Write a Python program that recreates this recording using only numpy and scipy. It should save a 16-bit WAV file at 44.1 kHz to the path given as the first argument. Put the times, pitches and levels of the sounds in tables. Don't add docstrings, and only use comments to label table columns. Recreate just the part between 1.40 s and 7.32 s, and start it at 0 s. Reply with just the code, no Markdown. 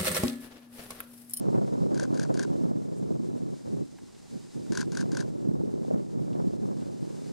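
import sys
import numpy as np
from scipy.fft import rfft, irfft
from scipy.io import wavfile

SR = 44100
rng = np.random.default_rng(int(sys.argv[2]) if len(sys.argv) > 2 else 0)


def master(y):
    cut = np.clip(np.atleast_2d(y).T, -1, 1)
    pcm = np.round(cut * 32767)
    wavfile.write(sys.argv[1], SR, pcm.astype(np.int16))


N = 261072
TIME = np.arange(N) / SR
BIN_HZ = np.arange(N // 2 + 1) * SR / N


def from_db(db):
    return 10 ** (np.asarray(db) / 20)


def unit_rms(x):
    return x / np.sqrt(np.mean(x ** 2) + 1e-20)


def in_time(curve):
    return np.interp(TIME, *np.transpose(curve))


def at_hz(curve, hz):
    knots_hz, values = np.transpose(curve)
    return np.interp(np.log(np.maximum(hz, 1)), np.log(knots_hz), values)


def noise(spectrum, size=N):
    hz = np.arange(size // 2 + 1) * SR / size
    return unit_rms(irfft(rfft(rng.standard_normal(size)) * from_db(at_hz(spectrum, hz)), size))


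def drift(corner_hz):
    return unit_rms(irfft(rfft(rng.standard_normal(N)) / (1 + (BIN_HZ / corner_hz) ** 2), N))


def add(out, start_s, sound):
    i = int(round(start_s * SR))
    out[..., i:i + sound.shape[-1]] += sound[..., :N - i]


# time_s, level_db
BREEZE = [(0, -29.5), (0.3, -28), (0.6, -29.5), (1.27, -28), (1.52, -34.5), (1.7, -32.5), (2.03, -31.5),
          (2.245, -43), (2.31, -31), (2.42, -33), (2.48, -47.5), (2.8, -49.5), (3.11, -50), (3.3, -32),
          (3.7, -30.5), (4.0, -33.5), (4.1, -28.5), (4.4, -31), (4.6, -30), (4.705, -37), (4.74, -31),
          (5.3, -30.5), (5.5, -34.5), (5.92, -36)]
# centre_s, half_width_s, peak_db, extra_flutter_db
PUFFS = [(0.08, 0.025, -26, -1.5), (0.173, 0.028, -25, 2.5), (0.435, 0.026, -24.5, -9),
         (0.55, 0.075, -27, -0.5), (0.747, 0.015, -25.5, 3), (.9, 0.042, -27.5, 2.5),
         (1.239, 0.021, -24.5, -5), (1.695, 0.028, -29, -6), (2.272, 0.0084, -30, 10.5),
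         (2.375, 0.04, -31, -3), (2.538, 0.014, -41, -6), (2.633, 0.019, -43.5, -5), (2.952, 0.027, -32, 0),
         (3.052, 0.035, -42.5, -3), (3.187, 0.027, -33, 2), (3.314, 0.013, -26.5, -7),
         (3.481, 0.011, -29.5, -4), (3.647, 0.015, -24.5, 0), (3.732, 0.017, -27, -3),
         (3.802, .011, -28.5, 3), (3.844, 0.0082, -27.5, 9), (4.07, 0.017, -27, -4),
         (4.206, 0.01, -27.5, 5), (4.542, .022, -23.5, 1.5), (4.83, 0.012, -28, -6),
         (4.992, 0.025, -28, 8.5), (5.066, 0.023, -27.5, -6), (5.251, 0.011, -28, 2), (5.41, 0.007, -36, 4),
         (5.627, 0.0051, -29, 3)]

def wind_envelopes():
    rumble_power = flutter_power = from_db(in_time(BREEZE)) ** 2
    for centre_s, half_width_s, peak_db, extra_flutter_db in PUFFS:
        puff = from_db(peak_db) ** 2 * np.exp(-np.minimum(((TIME - centre_s) / half_width_s) ** 2, 20))
        rumble_power = rumble_power + puff
        flutter_power = flutter_power + from_db(extra_flutter_db) ** 2 * puff
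    return np.sqrt(rumble_power), np.sqrt(flutter_power)


# frequency_hz, density_db
OPPOSED_RUMBLE = [(25, -42), (45, -24), (70, -19), (100, -8), (135, 1), (180, 2), (270, 1), (400, -2.5),
                  (550, -14.5), (750, -30), (1200, -76)]
OPPOSED_FLUTTER = [(300, -24), (500, 11), (650, 5), (800, -2), (1000, -6), (1400, -17), (2000, -31),
                   (4000, -63)]
COMMON_RUMBLE = [(25, -40), (50, -24), (80, -9.5), (140, 2), (200, 0.5), (300, -9.5), (500, -17.5),
                 (800, -25.5), (1500, -39), (3000, -57.5)]
COMMON_FLUTTER = [(250, -8), (450, 0.5), (800, -6), (1500, -17), (3000, -34), (6000, -62)]
# time_s, gain_db
FLUTTER_SHARE = [(0, -11), (1.25, -12.5), (1.7, -14.5), (2.4, -15.5), (3.3, -22.5), (3.85, -14.5),
                 (4.05, -17), (4.5, -15), (5.92, -13)]
COMMON_SHARE = [(0, -20), (1.1, -20), (1.6, -17), (2.1, -18), (2.35, -16), (2.9, -14.5), (3.3, -16.5),
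                (3.7, -19.5), (4.1, -16.5), (5.0, -18), (5.92, -16.5)]

def wind(rumble_depth_db=1.8, flutter_depth_db=4.5):
    rumble_gain, flutter_gain = wind_envelopes()
    buffeting = drift(corner_hz=75)
    rumble_gain *= unit_rms(from_db(rumble_depth_db * buffeting))
    flutter_gain *= unit_rms(from_db(flutter_depth_db * np.minimum(buffeting, 2)))
    flutter_gain *= from_db(in_time(FLUTTER_SHARE))
    rumble = from_db(0.28) * rumble_gain * noise(OPPOSED_RUMBLE)
    flutter = from_db(1) * flutter_gain * noise(OPPOSED_FLUTTER)
    common = from_db(in_time(COMMON_SHARE)) * rumble_gain * noise(COMMON_RUMBLE)
    common += from_db(-17) * flutter_gain * noise(COMMON_FLUTTER)
    return np.array([from_db(-1) * rumble + flutter, -(rumble + flutter)]) + common


def wind_filter(pressure, corner_hz=72):
    return irfft(rfft(pressure) / np.sqrt(1 + (corner_hz / np.maximum(BIN_HZ, 1)) ** 12), N)


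# frequency_hz, density_db
BACKGROUND_SPECTRUM = [(20, -7), (50, -9), (90, 0), (200, -18), (600, -52)]

def background(level_db=-69):
    return from_db(level_db) * np.array([noise(BACKGROUND_SPECTRUM), noise(BACKGROUND_SPECTRUM)])


# time_s, relative_level_db
WASH_SWELL = [(0, -62), (1.15, -61.5), (1.3, -64.4), (2.03, -63), (2.25, -60.5), (2.45, -64.5),
              (3.0, -59.5), (3.28, -59.5), (4.0, -64.5), (4.2, -67), (4.47, -62), (4.6, -65), (5.15, -64),
              (5.8, -59)]
# frequency_hz, density_db
WASH_SPECTRUM = [(60, 0.5), (200, -14), (500, 2.5), (850, 6.5), (1150, 2.5), (1800, 0), (3300, -2),
                 (4100, 2), (4400, 0), (5000, 3.5), (5600, 1), (7000, 2), (8700, 0), (10200, -7.5),
                 (12500, -14), (16000, -21)]
# frequency_hz, correlation
WASH_CORRELATION = [(200, 0.87), (1200, 0.066), (2400, 0.2), (4600, 0.79), (8000, 0.16), (15000, 0.052)]

def wash(gain_db=2.0, shimmer_db=1.0):
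    correlation = at_hz(WASH_CORRELATION, BIN_HZ)
    mid = irfft(rfft(noise(WASH_SPECTRUM)) * np.sqrt((1 + correlation) / 2), N)
    side = irfft(rfft(noise(WASH_SPECTRUM)) * np.sqrt((1 - correlation) / 2), N)
    level_db = in_time(WASH_SWELL) + gain_db + shimmer_db * drift(corner_hz=17)
    return from_db(level_db) * np.array([mid + side, mid - side])


# frequency_hz, density_db
GURGLE_SPECTRUM = [(350, -25), (600, -8), (790, 8), (1050, -1.5), (1600, -0.5), (2800, -10), (6000, -25)]

def gurgle(gain_db=-12, depth_db=6.5):
    lapping = unit_rms(noise(GURGLE_SPECTRUM) * from_db(depth_db * drift(corner_hz=61)))
    return from_db(in_time(WASH_SWELL) + gain_db) * lapping


# start_s, level_db, pitch_hz
BRIGHT_BURSTS = [(0.277, -61, 1700), (2.682, -61, 1100), (2.749, -61.5, 2770), (4.577, -66, 2950),
                 (4.591, -69, 2000), (4.929, -61, 3050), (5.365, -58, 1130), (5.410, -64, 2830),
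                 (5.852, -60, 1500)]

def bright_bursts(rise_s=0.0012, decay_s=0.01):
    out, t = np.zeros((2, N)), np.arange(2048) / SR
    envelope = np.minimum(t / rise_s, 1) * np.exp(-np.maximum(t - rise_s, 0) / decay_s)
    for start_s, level_db, hz in BRIGHT_BURSTS:
        band = noise([(hz / 2, -15), (hz, 0), (hz * 2, -15), (hz * 4, -42)], len(t))
        add(out, start_s, from_db(level_db) * envelope * band)
    return out


def noise_from_left(spectrum, size, right_db, correlation):
    left, independent = noise(spectrum, size), noise(spectrum, size)
    right = correlation * left + np.sqrt(1 - correlation ** 2) * independent
    return np.array([left, from_db(right_db) * right])


# pitch_hz, relative_level_db
METAL_MODES = [(2170, -6.5), (2380, -25), (3350, -1), (4140, -3), (4570, 6.5), (4730, -18.5), (4900, -9),
               (5090, 5), (5650, 6), (5980, -2.5), (6255, 7), (6480, 0), (6700, 6), (6890, 6.5),
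               (7500, -24)]

def metal_ring(t):
    pitch_hz, level_db = np.transpose(METAL_MODES)
    phase = rng.uniform(0, 2 * np.pi, (len(pitch_hz), 1))
    return unit_rms(from_db(level_db) @ np.sin(2 * np.pi * pitch_hz[:, None] * t + phase))


# frequency_hz, density_db
CRACK_SPECTRUM = [(900, -48), (1900, -8), (2350, -6), (2560, -7), (2700, -3.5), (3400, -16), (4100, 5.5),
                  (4400, -16), (4750, 7), (5250, -13), (5700, -1), (6300, 4), (6850, -5.5), (7400, -6.5),
                  (11000, -42), (16000, -52)]
ZING_SPECTRUM = [(6500, -16), (7800, -5), (8500, -4.5), (9000, 5), (9300, -9), (9600, 1), (10300, -11),
                 (12000, -17), (16000, -41)]
# offset_s, snap_db, zing_db, knock_db, knock_hz, thud_db
CONTACTS = [(-.0515, -37, -45, -43.5, 1536, -52.5), (-.0450, -47, -49, -56, 1660, -49),
            (-.0400, -46, -52, -46, 1570, -59), (-.0230, -42, -52, -46, 1570, -47.5),
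            (-.0202, -36.5, -45, -36.5, 1570, -64), (-.0040, -56, -54, -49, 1600, -51),
            (.0003, -29.5, -36.5, -27, 1570, -44.5), (.0028, -36.5, -43, -65, 1550, -41.5),
            (0.0132, -53, -53, -55, 1620, -58), (0.0221, -41.5, -66, -36, 1594, -69),
            (0.035, -34.5, -38.5, -40.5, 1624, -55), (0.0400, -36.5, -41.5, -32, 1585, -48),
            (0.0549, -44, -59, -38, 1480, -42.5)]

def shutter_impacts(t, attack_s=0.00093, t60_s=0.015, ring_db=2.7):
    crack = noise_from_left(CRACK_SPECTRUM, len(t), right_db=-1.5, correlation=0.8)
    zing = noise_from_left(ZING_SPECTRUM, len(t), right_db=-14, correlation=0.19)
    ring_pan = from_db([[0], [-3.5]])
    out = np.zeros((2, len(t)))
    for offset_s, snap_db, zing_db, *_ in CONTACTS:
        age = np.maximum(t - offset_s, 0)
        envelope = np.minimum(age / attack_s, 1) * 1000 ** (-age / t60_s)
        snap = crack + from_db(ring_db) * ring_pan * metal_ring(age)
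        for level_db, sound in (snap_db, snap), (zing_db, zing):
            blow = envelope * sound
            blow *= np.linalg.norm(envelope) / np.linalg.norm(blow[0])
            out += np.sqrt(2) * from_db(level_db) * blow
    return out


def body_resonance(t, knock_rise_s=0.0024, thud_rise_s=0.0033, thud_hz=1000):
    pan, lag_rad = from_db([[0], [-8]]), np.array([[0], [0.8]])
    out = np.zeros((2, len(t)))
    for offset_s, _, _, knock_db, knock_hz, thud_db in CONTACTS:
        age = np.maximum(t - offset_s - rng.normal(0, 0.00015), 0)
        for db, hz, rise_s in (knock_db, knock_hz, knock_rise_s), (thud_db, thud_hz, thud_rise_s):
            hz *= 1 + rng.normal(0, 0.012)
            envelope = (age / rise_s * np.exp(1 - age / rise_s)) ** 3
            out += np.sqrt(2) * from_db(db) * pan * envelope * np.sin(2 * np.pi * hz * age - lag_rad)
    return out


# frequency_hz, density_db
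MOTOR_SPECTRUM = [(600, -3.5), (1000, 2.5), (1280, -1), (1610, 11.5), (1950, -2.5), (3000, -5.5),
                  (4500, 0.5), (6300, 0), (7600, -5), (9300, -8.5), (12000, -21), (16000, -42)]

def motor(t, level_db=-50, load_db=7, coast_from_s=0.045, t60_s=0.08, grit_db=2):
    drive = (t > CONTACTS[0][0]) * from_db(level_db + load_db * (t > 0))
    coast = 1000 ** (-np.maximum(t - coast_from_s, 0) / t60_s)
    scrape = unit_rms(from_db(grit_db * drift(corner_hz=500)[:len(t)]))
    whirr = noise_from_left(MOTOR_SPECTRUM, len(t), right_db=-10.5, correlation=0.82)
    return drive * coast * scrape * whirr


# main_blow_s, gain_db
FRAMES = [(0.5961, -3.5), (.7950, -4.5), (0.9929, -2.5), (3.3723, 2), (3.5706, -2.5), (3.769, -2.7)]

def camera():
    t = np.arange(-3000, 7000) / SR
    impacts, out = shutter_impacts(t), np.zeros((2, N))
    for main_blow_s, gain_db in FRAMES:
        cycle = impacts + motor(t) + body_resonance(t)
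        add(out, main_blow_s + t[0], from_db(gain_db) * cycle)
    return out


# centre_s, peak_db, pitch_hz
EDDIES = [(0.73, -16, 285), (.953, -15, 294), (1.312, -17, 298), (1.711, -19.5, 510), (1.80, -17.5, 250),
          (2.036, -23.5, 257), (2.317, -22, 300), (2.426, -29, 228), (2.958, -26, 240), (3.403, -18.5, 275),
          (3.634, -22, 252), (4.076, -11.5, 287), (4.092, -14.5, 183), (4.144, -14.5, 220),
          (4.214, -25, 654), (4.238, -15.5, 345), (4.341, -14.5, 286), (4.450, -24, 600), (4.512, -13, 510),
          (4.814, -22, 240), (5.072, -14, 230)]

def eddies(left_db=-1.5):
    pressure = np.zeros(N)
    for centre_s, peak_db, pitch_hz in EDDIES:
        cycles = (TIME - centre_s) * pitch_hz
        near = np.abs(cycles) < 2
        envelope = np.exp(-2 * cycles[near] ** 2)
        pressure[near] += from_db(peak_db) * envelope * np.cos(2 * np.pi * cycles[near])
    return np.array([from_db(left_db) * pressure, -pressure])


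# frequency_hz, density_db
FOAM_SPECTRUM = [(4000, -20), (7500, 2), (9000, -1), (12000, -18)]

def foam(centre_s=1.58, sigma_s=0.02, peak_db=-61):
    envelope = from_db(peak_db) * np.exp(-0.5 * ((TIME - centre_s) / sigma_s) ** 2)
    return envelope * np.array([noise(FOAM_SPECTRUM), noise(FOAM_SPECTRUM)])


def click(start_s=2.4551, peak_db=-40):
    out = np.zeros((2, N))
    add(out, start_s, from_db(peak_db) * np.outer([1, -1], [0.5, 1, -1, -0.5]))
    return out


def scene():
    return (camera() + wind_filter(wind() + eddies()) + background()
            + wash() + gurgle() + bright_bursts() + foam() + click())


def record(dry):
    cutoff_hz = 15700
    return irfft(rfft(dry) / np.sqrt(1 + (BIN_HZ / cutoff_hz) ** 200), N)


dry = scene()
out = record(dry)
master(out)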